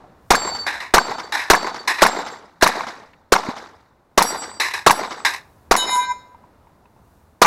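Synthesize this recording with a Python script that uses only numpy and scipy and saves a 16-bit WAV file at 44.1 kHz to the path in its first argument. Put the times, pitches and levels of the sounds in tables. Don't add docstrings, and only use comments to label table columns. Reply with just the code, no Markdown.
import sys
import numpy as np
from scipy import signal
from scipy.fft import rfft, irfft, next_fast_len
from scipy.io import wavfile
from scipy.ndimage import uniform_filter1d, map_coordinates

SR = 44100
rng = np.random.default_rng(int(sys.argv[2]) if len(sys.argv) > 2 else 0)


def pcm_store(signal):
    levels = np.round(np.clip(np.atleast_2d(signal), -1, 1) * 32767)
    wavfile.write(sys.argv[1], SR, levels.astype(np.int16).T)


N = 328986

# (time [s], level [dB], near echo gain [dB], bank gain [dB], direct path gain [dB],
# gain of later scatter off shooter and ground [dB], lag of the first echoes [s])
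SHOTS = [(0.3043, -0.5, -4, 0.5, -7, 2, -0.0042), (0.9386, 2, -0.5, -1.5, 3.5, -1, -0.0025),
         (1.5003, 1.5, 2, 0, 10.5, 2, .0004), (2.0199, -0.5, 1, 2, 4.5, 4, -0.002),
         (2.6244, -1.5, -0.5, 1.5, 9, 1.5, 0.0054), (3.321, -2, -1, 0.5, -4.5, 4.5, -0.0017),
         (4.1754, -2, -0.5, 2, -16, -2, .0002), (4.864, -0.5, 1.5, 2, 3, 4.5, -0.0016),
         (5.7102, -0.5, -3, -2, -7.5, 0.5, -0.0024), (7.4159, -2, 4.5, 3.5, -10.5, 5.5, -0.00045)]
# (level [dB], ring [Hz], T60 [s])
DIRECT_PATH = (2.1, 1600, .005)
# (delay [s], level [dB], T60 [s])
ECHO_PATHS = [(.032, 1, .006), (.0352, 4, .006), (.038, -2, .007), (.041, -2, .007), (0.0436, 5, .014),
              (.145, -17, .013), (.172, -16.5, .015), (.184, -13, .013), (.193, -20, .015),
              (.2445, -24, .012), (.34, -26.5, 0.015)]
# (delay [s], level [dB], fade [dB/s], extra treble [dB])
BANK_SWELLS = [(.001, -7.5, 596.5, 11), (.031, -12, 480, -7.5), (.05, -25, 82.5, 5.5),
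               (.126, -28.5, 197, 9), (.165, -23, 256.5, 2.5), (.243, -30, 170.5, 10), (.3, -40, 71, 5)]
# (frequency [Hz], density [dB per Hz])
BANK_SPECTRUM = [(35, -60.5), (60, -32.5), (217, -9), (607, -7.5), (882, -3), (1280, -7.5), (2190, -15.5),
                 (2650, -25.5), (3760, -18.5), (6000, -24), (7750, -28.5), (8710, -34), (14200, -39),
                 (16000, -69)]

# (time [s], splash [dB], splash treble [dB], knock [dB], plate, ring [dB],
# ring treble [dB], extra fade [dB/s], edge-on after [s], back face gain [dB],
# extra back face fade [dB/s], lands after [s])
STRIKES = [(.3525, -14, -10.5, -6, "small", 0, 5.5, 1.5, .229, 3, 119, .33),
           (0.987, -29, -13, -1, "small", -2, 0.5, 68, 0.238, 16, 300, 0.34),
           (1.5494, -17.5, -10.5, -4, "small", -1.5, -2, 85, 0.233, 28.5, 550, 0.39),
           (2.067, -14, -9, -10, "small", -20.5, 21.5, 58.5, .228, 15, 57.5, .33),
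           (2.6747, -12, -8, -12, "small", -23, 3.5, 67, .228, 4, 60, 0.28),
           (4.224, -15, 3, -16.5, "narrow", 2.4, -2.1, 1.1, 0.138, 0.8, 6.5, .37),
           (4.9123, -15.5, 1, -8, "narrow", -4.5, 0, 42.5, 0.25, 8, 5, .33),
           (5.764, -18, 1, -23, "large", -1.8, -1.7, -1.8, 0.098, -0.05, -3.5, .355)]
# (frequency [Hz], density [dB per Hz])
SPLASH_SPECTRUM = [(500, -25.5), (1200, -12), (1900, 2.5), (3200, -15.5), (4200, -3), (8000, -8),
                   (11000, -6.5), (15000, -18)]
# (frequency [Hz], level [dB])
SMALL_MODES = [(4544, -1), (7515, 5), (10900, -30.5), (12130, -34), (13390, -22.5)]
NARROW_MODES = [(4683, -0.5), (5690, -7), (7725, 6.5), (7989, 2.5), (8080, -6.5), (8732, -13.5), (10510, 1),
                (10810, -6.5), (11180, -17.5), (11460, -5), (12420, -5.5), (13770, -12.5)]
LARGE_MODES = [(839.8, -49), (990.5, -24), (1567, -36.5), (2083, -35.5), (2390, -44), (3004, -46),
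               (3784, -36.5), (4000, -47.5), (4301, -53.5), (4915, -64), (5259, -41), (6342, -59.5),
               (6713, -44), (6955, -45.5), (7063, -46), (8021, -54), (8807, -68.5), (9453, -60.5),
               (9588, -54.5), (10454, -56.5), (10831, -47.5), (10885, -49), (11353, -69), (11795, -67),
               (12118, -69), (12349, -61), (12575, -65), (12818, -59)]
# (upper limit [Hz], level [dB], fade [dB/s], beat [1/s], beat peak [s],
# beat depth [0-1], edge-on dip [0-1], back face gain [dB], landing drop [dB])
SMALL_GROUPS = [(6000, -30.5, 1, 5.2, .03, 0, 1, 1.2, 25.5), (20000, -32, 46, 15, .06, .5, 0.9, -4.5, 28)]
NARROW_GROUPS = [(5200, -35, 49, 8.2, .09, 0.18, 0.15, 1, 15), (6500, -32, 61, 7, 0.081, .8, .2, -1.5, 15),
                 (9500, -29, 55.4, 8.2, .07, .4, 0.48, 2, 15),
                 (20000, -28.5, 130, 11, .07, .4, 0.17, -1.5, 17)]
LARGE_GROUPS = [(1200, -27, 5, 5.6, 0.204, .8, .8, 11.4, 14.6), (1800, -33, 5, 3.9, .26, .6, .8, 4, 17),
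                (2700, -39, 30, 9, .15, .4, .8, 16, 11.7), (3400, -19.5, 110, 9.5, 0.065, .7, 0.54, 1.7, 8),
                (3900, -17.5, 68, 9.8, 0.055, .85, .2, 3.8, 2.3), (4800, -28, 56, 7.3, .02, .4, .4, 0.3, 5),
                (5800, -29, 60, 4.1, 0.15, 0.4, .1, 3.5, 5), (7500, -23, 74, 5.4, 0.02, 0.5, .5, 10, 5.5),
                (20000, -24.5, 106, 5.2, 0.022, .8, .5, 14, 8.4)]
PLATES = {"small": (SMALL_MODES, SMALL_GROUPS), "narrow": (NARROW_MODES, NARROW_GROUPS),
          "large": (LARGE_MODES, LARGE_GROUPS)}

# (time [s], level [dB], T60 [s], treble [dB], pitch ratio of low resonances [-])
FALLS = [(.665, -6.5, 0.33, -8.5, 0.99), (.74, -21, 0.42, -5.5, 0.93), (0.802, -13.5, 0.29, -8.5, 1.06),
         (1.322, -8.5, 0.55, -4, 0.96), (1.391, -13, 0.23, -7, 1.07), (1.875, -4, 0.34, -2.5, 1.04),
         (1.983, -13, 0.42, -18.5, 1.06), (2.009, -13, 0.32, -1.5, 0.86), (2.611, -13, 0.81, -1.5, 1.02),
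         (4.599, -5.5, 0.41, 2.5, 1.08), (4.737, -12, 0.29, 0, 1.03), (5.249, -5, 0.29, 2, 1.015),
         (5.335, -16, 0.16, 2, 1.07)]
# (frequency [Hz], density [dB per Hz])
CLATTER_SPECTRUM = [(88, -70), (150, -38.5), (331, -17.5), (515, -22), (972, -3.5), (1350, -16.5),
                    (1770, -0.5), (3150, -21.5), (3970, -8.5), (4460, -23.5), (4810, -15.5), (10200, -31.5),
                    (15000, -54)]
# (frequency [Hz], width [Hz], level [dB])
FRAME_RESONANCES = [(890, 100, -10), (1604, 28, 2), (2440, 56, -6), (4160, 84, -11), (5300, 400, -8),
                    (5400, 400, -8), (8000, 100, -16.5), (11200, 1000, -24)]
# (time [s], level [dB], frequency [Hz], click [dB])
TICKS = [(.04, -33, 726, -24), (.119, -45, 670, -28), (3.133, -45, 1810, 1.5), (6.346, -31, 940, -27.5),
         (6.439, -36, 975, -28), (6.67, -40.5, 940, -21), (6.855, -43, 955, -11), (6.963, -43, 886, -22.5)]
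# (time [s], level [dB], frequency [Hz])
THUDS = [(1.103, -17, 197), (3.487, -2, 249)]
# (time [s], rumble [dB], rustle [dB])
WIND_LEVELS = [(0, -67, -47), (0.299, -50.5, -56), (1.999, -66, -58), (3.999, -63, -60),
               (5.601, -57, -55.5), (6.401, -59, -54.5), (7.46, -59, -58.5)]
# (frequency [Hz], density [dB per Hz])
RUMBLE_SPECTRUM = [(20, -33), (50, -3), (80, 2), (120, -4), (250, -36.5)]
RUSTLE_SPECTRUM = [(100, -7), (180, -2.5), (400, -7), (950, -7.5), (1500, -15.5), (2500, -27.5),
                   (4000, -30), (8000, -41.5), (16000, -55)]

SCATTER_DELAY_S, SCATTER_DELAY_RATIO, SCATTER_DB, SCATTER_LOSS_DB = .002, 1.53, 11.5, 2.5
SCATTER_HZ, SCATTER_HZ_RATIO, SCATTER_MAX_HZ, SCATTER_T60_S = 390, 1.33, 1287, .0099
ECHO_HZ, BITE_LOSS_DB_PER_S = 973, 60.5
BANK_RISE_S = .0015
THUMP_DB, THUMP_DELAY_S, THUMP_S, SETTLE_S = -14, .002, .004, .06
KNOCK_HZ, KNOCK_T60_S = 1660, .022
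EDGE_ON_S, LANDING_S, LYING_FADE_DB_PER_S, WAVER_DB = .011, .015, 74, 2.35
NOTCH_HZ, NOTCH_WIDTH_HZ, NOTCH_DEPTH = 3196, 180, .41
CLIP_LEVEL, TOP_HZ = .71, 16000


def amp(db):
    return 10 ** (np.asarray(db) / 20)


def unit(x):
    return x / np.sqrt(np.mean(x ** 2) + 1e-20)


def along(points, hz):
    f, v = np.transpose(points)
    return np.interp(np.log(hz + 1), np.log(f + 1), v)


def wobble(rate_hz, count):
    knots = rng.standard_normal(int(count * rate_hz / SR + 4))
    return map_coordinates(knots, [np.arange(count) * rate_hz / SR])


def filtered(x, response):
    m = next_fast_len(x.shape[-1] + SR // 10)
    spectrum = rfft(x, m) * response(np.fft.rfftfreq(m, 1 / SR))
    return irfft(spectrum, m)[..., :x.shape[-1]]


def colored(x, spectrum):
    return unit(filtered(x, lambda hz: amp(along(spectrum, hz))))


def hiss(spectrum, count):
    return colored(rng.standard_normal(count), spectrum)


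def patchy(spectrum, count, patchy_db):
    z = signal.stft(rng.standard_normal(count + 512), nperseg=256)[2]
    field = uniform_filter1d(rng.standard_normal(z.shape), size=5, axis=0)
    field = uniform_filter1d(field, size=3, axis=1)
    rough = signal.istft(z * amp(patchy_db * unit(field)), nperseg=256)[1][:count]
    return colored(rough, spectrum)


def split(x, hz):
    low = filtered(x, lambda f: 1 / (1 + (f / hz) ** 2))
    return low, x - low


def add(track, s, sound):
    spot = track[round(s * SR):][:len(sound)]
    spot += sound[:len(spot)]


def gun():
    out, blasts = np.zeros(N), np.zeros(N)
    t = np.arange(SR) / SR
    low_swell, high_swell = bank_envelopes(t)
    thump = overload_thump(t)
    ground = patchy(BANK_SPECTRUM, SR, patchy_db=4.5)
    for s, db, echo_db, bank_db, *path_settings in SHOTS:
        for path_s, path_db, hz, t60_s in arrivals(echo_db, bank_db, *path_settings):
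            pitch_dev, time_dev, level_dev = np.clip(rng.normal(size=3), -2, 2)
            blast = muzzle_blast(hz * (1 + .091 * pitch_dev), t60_s, path_s)
            add(blasts, s + path_s + .0002 * time_dev, amp(db + path_db + 2.9 * level_dev) * blast)
        low, high = split(unit(ground + .7 * patchy(BANK_SPECTRUM, SR, patchy_db=0)), hz=2550)
        mid, top = split(high, hz=6850)
        bright = amp(-12 * t) * (mid + amp(7 - 300 * t) * top)
        level = amp(db + bank_db + 1.6 * wobble(130, SR))
        add(out, s, level * (low_swell * low + high_swell * bright))
        add(out, s + THUMP_DELAY_S, amp(db + THUMP_DB) * thump)
    return out + filtered(blasts, lambda hz: (1j * hz / (1j * hz + 190)) ** 3)


def muzzle_blast(hz, t60_s, path_s):
    t = np.arange(SR // 20) / SR
    turn = 2 * np.pi * hz * t
    bite = .21 * amp(-BITE_LOSS_DB_PER_S * path_s) * np.sin(5.7 * turn)
    wave = np.sin(turn + .59) + .24 * np.sin(2.1 * turn) + bite
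    return amp(-60 * t / t60_s) * wave * (1 - np.exp(-t / .00017))


def arrivals(echo_db, bank_db, direct_db, scatter_db, lag_s):
    level_db, hz, t60_s = DIRECT_PATH
    rows = [(0, level_db + direct_db, hz, t60_s)]
    for k in range(6):
        scatter_level_db = SCATTER_DB - SCATTER_LOSS_DB * k + scatter_db * (k > 1)
        scatter_hz = min(SCATTER_HZ * SCATTER_HZ_RATIO ** k, SCATTER_MAX_HZ)
        rows.append((SCATTER_DELAY_S * SCATTER_DELAY_RATIO ** k, scatter_level_db,
                     scatter_hz, SCATTER_T60_S))
    for s, db, t60_s in ECHO_PATHS:
        gain_db = echo_db if s < .1 else bank_db
        rows.append((s + lag_s * (s < .04), db + gain_db, ECHO_HZ, t60_s))
    return rows


def bank_envelopes(t):
    delay_s, level_db, fade_db_per_s, treble_db = np.transpose(BANK_SWELLS)[..., None]
    since = np.maximum(t - delay_s, 0)
    swells = (1 - np.exp(-since / BANK_RISE_S)) * amp(level_db - fade_db_per_s * since)
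    return np.linalg.norm(swells, axis=0), np.linalg.norm(swells * amp(treble_db), axis=0)


def overload_thump(t):
    pulse = t / THUMP_S * np.exp(1 - t / THUMP_S)
    under = np.e * THUMP_S / SETTLE_S * np.exp(-t / SETTLE_S) * (1 - np.exp(-t / THUMP_S))
    return pulse - under


def plates():
    out, t = np.zeros(N), np.arange(SR // 20) / SR
    for s, db, treble_db, knock_db, *ringing in STRIKES:
        add(out, s, splash(db, treble_db))
        knock_hz = KNOCK_HZ * (1 + .034 * rng.normal())
        add(out, s, amp(knock_db - 60 * t / KNOCK_T60_S) * np.sin(2 * np.pi * knock_hz * t))
        add(out, s, ring(*ringing))
    return out


def ring(plate, ring_db, treble_db, fade_db_per_s, edge_s, back_db, back_fade_db_per_s, lands_s):
    modes, groups = PLATES[plate]
    t = np.arange(round((lands_s + .35) * SR)) / SR
    tones = np.zeros((len(groups), len(t)))
    for hz, db in modes:
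        drift_rad = .48 * np.sqrt(hz / 1000) * wobble(45, len(t))
        k = np.searchsorted([g[0] for g in groups], hz)
        tones[k] += amp(db + WAVER_DB * wobble(35, len(t))) * np.sin(2 * np.pi * hz * t + drift_rad)
    edge_on = np.exp(-((t - edge_s) / EDGE_ON_S) ** 2)
    turned = np.clip(.5 + (t - edge_s) / EDGE_ON_S / 2, 0, 1)
    landed = np.clip((t - lands_s) / LANDING_S, 0, 1)
    late_db = back_fade_db_per_s * np.maximum(t - edge_s, 0)
    late_db += LYING_FADE_DB_PER_S * np.maximum(t - lands_s, 0)
    out = np.zeros(len(t))
    for tone, group in zip(tones, groups):
        top_hz, db, own_fade_db_per_s, beat_hz, peak_s, depth, dip, own_back_db, drop_db = group
        second = depth * (1 - .6 * landed)
        beating = np.abs(1 + second * np.exp(2j * np.pi * beat_hz * (t - peak_s))) / (1 + depth)
        level_db = ring_db + db + treble_db * (top_hz > 7000)
        level_db = level_db - (own_fade_db_per_s + fade_db_per_s) * t
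        level_db += (back_db + own_back_db) * turned - drop_db * landed - late_db
        out += amp(level_db) * beating * (1 - dip * edge_on) * unit(tone)
    return np.clip(np.minimum(t, t[-1] - t) / .006, 0, 1) * out


def splash(db, treble_db):
    t = np.arange(SR // 10) / SR
    low, high = split(hiss(SPLASH_SPECTRUM, len(t)), hz=4500)
    decay = amp(-60 * t / .056) + amp(-16 - 60 * t / .023)
    return amp(db) * (low + amp(treble_db) * high) * decay


def frame_response(f):
    total = 0
    for k, (center, width, db) in enumerate(FRAME_RESONANCES):
        total = total + (-1) ** k * amp(db) * 1j * f * width / (center ** 2 - f ** 2 + 1j * f * width)
    return total


def falls():
    out, t = np.zeros(N), np.arange(SR // 2) / SR
    attack = 1 - np.exp(-t / .0008)
    for s, db, t60_s, treble_db, pitch in FALLS:
        def shift(hz):
            return hz * pitch ** np.clip((4000 - hz) / 1500, 0, 1)

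        spectrum = [(shift(hz), level) for hz, level in CLATTER_SPECTRUM]
        clatter = patchy(spectrum, len(t), patchy_db=1.5)
        noise = rng.standard_normal(len(t))
        resonant = unit(filtered(noise, lambda f: frame_response(f * f / shift(f + 1))))
        low, high = split(clatter + .45 * resonant, hz=3980)
        level = amp(db - 9 - 60 * t / t60_s + 1.8 * wobble(140, len(t)))
        add(out, s, attack * level * (low + amp(treble_db - 34 * t) * high))
    return out


def ticks_and_thuds():
    out, t = np.zeros(N), np.arange(SR // 10) / SR
    click_spectrum = [(800, -17), (2500, 10), (5500, -18), (8000, -30)]  # (frequency [Hz], density [dB])
    for s, db, hz, click_db in TICKS:
        knock = np.sin(2 * np.pi * hz * t) + amp(click_db) * hiss(click_spectrum, len(t))
        add(out, s, amp(db - 60 * t / .036) * knock * (1 - np.exp(-t / .00083)))
    for s, db, hz in THUDS:
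        add(out, s, amp(db - 60 * t / .019) * np.sin(2 * np.pi * hz * t) * (1 - np.exp(-t / .0028)))
    return out


def wind():
    s, rumble_db, rustle_db = np.transpose(WIND_LEVELS)
    t = np.arange(N) / SR
    rumble = amp(np.interp(t, s, rumble_db) + 2 * wobble(4.2, N)) * hiss(RUMBLE_SPECTRUM, N)
    rustle = amp(np.interp(t, s, rustle_db) + .5 * wobble(14, N)) * hiss(RUSTLE_SPECTRUM, N)
    return rumble + rustle


def scene():
    return (gun() + plates() + falls() + ticks_and_thuds() + wind())[None]


def record(dry):
    clipped = dry / (1 + np.abs(dry / CLIP_LEVEL) ** 12) ** (1 / 12)
    dipped = filtered(clipped, lambda hz: 1 - NOTCH_DEPTH * np.exp(-((hz - NOTCH_HZ) / NOTCH_WIDTH_HZ) ** 2))
    return filtered(dipped, lambda hz: 1 / (1 + (hz / TOP_HZ) ** 70))


dry = scene()
out = record(dry)
pcm_store(out)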